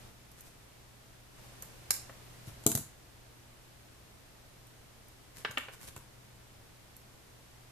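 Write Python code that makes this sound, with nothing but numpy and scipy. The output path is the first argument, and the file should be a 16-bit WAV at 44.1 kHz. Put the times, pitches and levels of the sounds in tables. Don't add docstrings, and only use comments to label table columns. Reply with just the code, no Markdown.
import sys
import numpy as np
from scipy import signal
from scipy.fft import rfft, irfft, next_fast_len
from scipy.io import wavfile
from scipy.ndimage import uniform_filter1d, map_coordinates

SR = 44100
rng = np.random.default_rng(int(sys.argv[2]) if len(sys.argv) > 2 else 0)


def transcribe(signal):
    frames = np.atleast_2d(signal).T
    limited = np.clip(frames, -1, 1)
    pcm = np.round(limited * 32767).astype(np.int16)
    wavfile.write(sys.argv[1], SR, pcm)


N = 340011
TOP_HZ = 14250


def amp(db):
    return 10 ** (np.asarray(db) / 20)


def unit(x):
    return x / np.sqrt(np.mean(x ** 2) + 1e-20)


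def pan(x, left_db):
    return x * amp([[left_db / 2], [-left_db / 2]])


def curve(points):
    freqs, values = np.transpose(points)
    return lambda hz: np.interp(np.log(hz + 1), np.log(freqs), values)


def wobble(rate):
    return map_coordinates(rng.standard_normal(int(N * rate / SR) + 4), [np.arange(N) * rate / SR])


def filtered(x, response):
    n = x.shape[-1]
    padded = next_fast_len(n + SR // 10)
    return irfft(rfft(x, padded) * response(np.fft.rfftfreq(padded, 1 / SR)), padded)[..., :n]


def noise(n, tone_db, likeness):
    def response(hz):
        angle = np.arccos(np.clip(likeness(hz), -1, 1)) / 2
        return amp(tone_db(hz)) * [np.cos(angle), np.sin(angle)]
    mid, side = filtered(rng.standard_normal((2, n)), response)
    return unit(np.array([mid + side, mid - side]))


def add(track, start, sound):
    part = track[:, max(round(start * SR), 0):][:, :sound.shape[-1]]
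    part += sound[..., :part.shape[1]]


def ring(notes, t, spread, scatter_db=2):
    hz, width, db = np.transpose(notes)[:, :, None]
    size = amp(db + rng.normal(0, scatter_db, db.shape))
    phase = rng.uniform(0, 2 * np.pi, db.shape) + spread * rng.standard_normal((2,) + db.shape)
    tones = size * np.exp(-np.pi * width * t) * np.sin(2 * np.pi * hz * t + phase)
    return tones.sum(1) / np.sqrt(np.sum(size ** 2) / 2)


def brighten(hit, db, rule, pivot_hz):
    full_db, full_tilt, tilt_per_db = rule
    tilt = full_tilt + tilt_per_db * (db - full_db)
    return filtered(hit, lambda hz: amp(tilt * np.log2(np.clip(hz, 500, TOP_HZ) / pivot_hz)))


# (frequency [Hz], level [dB])
HISS_TONE = [(120, -44), (200, -5), (571, -5.5), (635, -5.5), (745, -7), (1340, -10), (1980, -11),
             (2130, -11.5), (14000, -19.5)]
RUMBLE_TONE = [(10, -13), (25, -1), (60, -4.5), (90, -4.5), (160, -7.5), (230, -14), (400, -18),
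               (1000, -89)]
# (frequency [Hz], likeness [1 = the same])
BACKGROUND_LIKENESS = [(60, 0.89), (150, 0.43), (380, 0.19), (940, 0.13), (5000, 0)]
# (frequency [Hz], level [dB])
HUM_NOTES = [(60, -70), (120, -61)]
# (start [s], end [s])
SWELL_TIMES = [(0, 0.097), (1.365, 2.68)]


def background(hiss_db=-58.5, rumble_db=-62, waver_db=1.15, swell_db=3.5, fade_s=0.056):
    t = np.arange(N) / SR
    hiss = amp(hiss_db) * noise(N, curve(HISS_TONE), curve(BACKGROUND_LIKENESS))
    rumble = amp(rumble_db) * noise(N, curve(RUMBLE_TONE), curve(BACKGROUND_LIKENESS))
    hum = sum(amp(db + waver_db * wobble(3.6)) * np.sin(2 * np.pi * hz * t + 0.042 * wobble(1.3))
              for hz, db in HUM_NOTES)
    raised = sum(1.0 * ((t >= start) & (t < end)) for start, end in SWELL_TIMES)
    swell = uniform_filter1d(raised, size=int(fade_s * SR))
    return (hiss + rumble + pan(hum, left_db=1.2)) * amp(swell_db * swell)


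# (frequency [Hz], width [Hz], level [dB])
JAW_NOTES = [(3920, 47, 3), (4480, 130, -15), (5200, 73, -1), (6740, 67, -2.5), (7960, 100, 11),
             (8270, 95, 4), (9540, 140, 14.5), (11800, 120, -3), (12400, 41, -1), (12600, 150, 5.5)]
# (frequency [Hz], likeness [1 = the same])
STEEL_LIKENESS = [(700, 0.99), (4500, 0.2), (8500, -0.14)]


def steel_hits(hits, tone, rule, hold_s, fade_s, ring_db):
    out, t = np.zeros((2, N)), np.arange(SR // 10) / SR
    attack = 1 - np.exp(-t / 0.0004)
    chatter = amp(-60 * np.maximum(t - hold_s, 0) / fade_s)
    for start, db in hits:
        crack = chatter * noise(len(t), curve(tone), curve(STEEL_LIKENESS))
        hit = attack * (crack + amp(ring_db) * ring(JAW_NOTES, t, spread=0.41))
        add(out, start, amp(db) * brighten(hit, db, rule, pivot_hz=10300))
    return out


# (time [s], level [dB])
JAW_CLICKS = [(0.315, -50), (0.407, -44.5), (1.6225, -35.5), (1.9061, -15.5), (4.6684, -54), (5.083, -52),
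              (6.9654, -45.5)]
# (frequency [Hz], level [dB])
CLICK_TONE = [(100, -26), (250, -7.5), (1300, -7), (2800, -10), (3400, -15.5), (4200, -8), (5400, -2.5),
              (6000, -6), (6650, 0.5), (7500, -4.5), (9000, -4.5), (13500, -4), (16000, -6)]
# (full hit [dB], its tilt [dB/octave], extra tilt per dB louder [dB/octave])
CLICK_RULE = (-15.5, 1.96, -0.21)


def jaw_clicks():
    clicks = steel_hits(JAW_CLICKS, CLICK_TONE, CLICK_RULE, hold_s=0.0026, fade_s=0.016, ring_db=-13)
    return pan(clicks, left_db=-1.5)


# (time [s], length [s], level [dB])
SCRAPE_STROKES = [(0.356, 0.072, -60.5), (0.438, 0.056, -56.5), (2.456, 0.057, -53.5), (5.341, 0.095, -53),
                  (5.713, 0.046, -54), (5.792, 0.079, -51), (5.863, 0.038, -48.5)]
# (frequency [Hz], level [dB])
SCRAPE_TONE = [(150, 11), (700, -0.5), (1700, 2.5), (3500, -2), (7000, 0), (13000, -0.5), (16000, -31)]


def scrapes(rough_db=4):
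    out = np.zeros((2, N))
    for start, length, db in SCRAPE_STROKES:
        n = int(length * SR)
        slips = amp(rough_db * unit(uniform_filter1d(rng.standard_normal(SR // 4), size=50)))
        grit = unit(slips * noise(SR // 4, curve(SCRAPE_TONE), lambda hz: 0.17 + 0 * hz))[:, :n]
        stroke = np.sin(np.linspace(0, np.pi, n))
        add(out, start, amp(db) * stroke * grit)
    return out


# (time [s], level [dB])
HANDLE_CLACKS = [(1.626, -50.5), (2.095, -45), (5.448, -23.5), (5.5727, -22), (5.684, -37.5),
                 (5.9635, -46.5)]
# (frequency [Hz], level [dB])
CLACK_TONE = [(100, -23), (235, -2.5), (320, -2.5), (620, -1.5), (850, -3), (1200, 3.5), (1700, 3.5),
              (2400, 2.5), (2950, 3), (3500, -4), (4300, -10.5), (6000, -21.5), (14000, -40)]
# (frequency [Hz], width [Hz], level [dB])
HANDLE_NOTES = [(239, 31, -12), (620, 60, -6), (1126, 90, 3.5), (1615, 50, -2), (2070, 130, -4),
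                (2390, 200, 0), (2790, 120, 7), (2860, 120, 0), (3500, 150, -14)]
# (full hit [dB], its tilt [dB/octave], extra tilt per dB louder [dB/octave])
CLACK_RULE = (-21, 0.59, 0.24)


def handle_clacks(rise_s=0.00083, fade_s=0.038, ring_db=-8):
    out, t = np.zeros((2, N)), np.arange(SR // 8) / SR
    attack = 1 - np.exp(-t / rise_s)
    likeness = curve([(500, 0.99), (3000, 0.48)])
    for start, db in HANDLE_CLACKS:
        knock = amp(-60 * t / fade_s) * noise(len(t), curve(CLACK_TONE), likeness)
        hit = attack * (knock + amp(ring_db) * ring(HANDLE_NOTES, t, spread=0.35))
        add(out, start, amp(db) * brighten(hit, db, CLACK_RULE, pivot_hz=2010))
    return pan(out, left_db=-0.2)


# (time [s], level [dB], contact time [s])
TABLE_THUDS = [(2.474, -14.5, 0.0059), (2.6628, -8, .0014), (2.7493, -7, 0.0043), (5.494, -22.5, 0.0053),
               (5.963, -19, 0.0057)]
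# (frequency [Hz], time to fade 60 dB [s], level [dB])
TABLE_NOTES = [(107, 0.063, -8), (137.6, 0.1, -4), (210, 0.083, -6), (231.3, 0.12, -4), (312, 0.084, 1.5),
               (407, 0.083, -2), (671, 0.17, -8), (850, 0.08, 0), (1180, .05, -16)]


def table_thuds(bass_cut_hz=85):
    out, t = np.zeros((2, N)), np.arange(SR // 3) / SR
    top = sum(amp(db - 60 * t / fade_s) * np.cos(2 * np.pi * hz * t) for hz, fade_s, db in TABLE_NOTES)
    for start, db, contact_s in TABLE_THUDS:
        push = np.sin(np.pi * np.minimum(t / contact_s, 1))
        thud = signal.fftconvolve(top / top[0], push / push.sum())[:len(t)]
        add(out, start, amp(db) * thud)
    bass_cut = signal.butter(2, bass_cut_hz, "high", fs=SR)
    return pan(signal.lfilter(*bass_cut, out), left_db=1.4)


# (time [s], level [dB])
PLIER_BOUNCES = [(2.6375, -44), (2.6645, -10.5), (2.7163, -21.5), (2.7512, -17.5), (2.7747, -27),
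                 (5.511, -38.5), (5.581, -34), (5.963, -39), (5.977, -46)]
# (frequency [Hz], level [dB])
BOUNCE_TONE = [(100, -29), (350, -4), (900, -2.5), (1500, -8.5), (2400, -12), (3100, -7.5), (4300, -8),
               (5800, -6), (7000, 4.5), (9000, -2), (12500, 1), (16000, 2)]
# (full hit [dB], its tilt [dB/octave], extra tilt per dB louder [dB/octave])
BOUNCE_RULE = (-13.5, 0.99, 0.091)


def plier_bounces():
    hits = steel_hits(PLIER_BOUNCES, BOUNCE_TONE, BOUNCE_RULE, hold_s=0.0012, fade_s=0.018, ring_db=-13.5)
    return pan(hits, left_db=0.3)


# (frequency [Hz], time to fade 60 dB [s])
ECHO_FADE = [(100, 0.31), (500, 0.33), (2000, 0.39), (6000, 0.36), (10000, 0.3), (15000, 0.17)]
# (frequency [Hz], level [dB])
ECHO_TONE = [(100, 0.5), (350, -7.5), (1300, -2.5), (3000, -4.5), (7000, -3.5), (14000, 0)]
# (delay [s], level [dB])
FIRST_ECHOES = [(.0078, -10), (.0096, -19), (0.011, -13.5)]


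def room_echo(x, tail_db=-5.5, build_s=0.018):
    likeness = curve([(150, 0.94), (1000, 0.99), (4000, 0.079)])
    hz, t, bands = signal.stft(noise(SR * 3 // 4, lambda hz: 0 * hz, likeness), SR, nperseg=256)
    fade = amp(-60 * t / curve(ECHO_FADE)(hz)[:, None])
    tail = signal.istft(bands * fade, SR, nperseg=256)[1]
    tail *= 1 - np.exp(-(np.arange(tail.shape[1]) / SR / build_s) ** 2)
    echoes = amp(tail_db) * filtered(tail / np.linalg.norm(tail[0]), lambda hz: amp(curve(ECHO_TONE)(hz)))
    for delay, db in FIRST_ECHOES:
        arrivals = delay + rng.normal(0, 0.0002, 2)
        echoes[[0, 1], np.round(arrivals * SR).astype(int)] += amp(db)
    return signal.fftconvolve(x, echoes, axes=1)[:, :N]


def scene():
    tools = jaw_clicks() + scrapes() + handle_clacks() + table_thuds() + plier_bounces()
    return tools + room_echo(tools) + background()


def record(dry):
    return filtered(dry, lambda hz: 1 / np.sqrt(1 + (hz / TOP_HZ) ** 300))


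dry = scene()
out = record(dry)
transcribe(out)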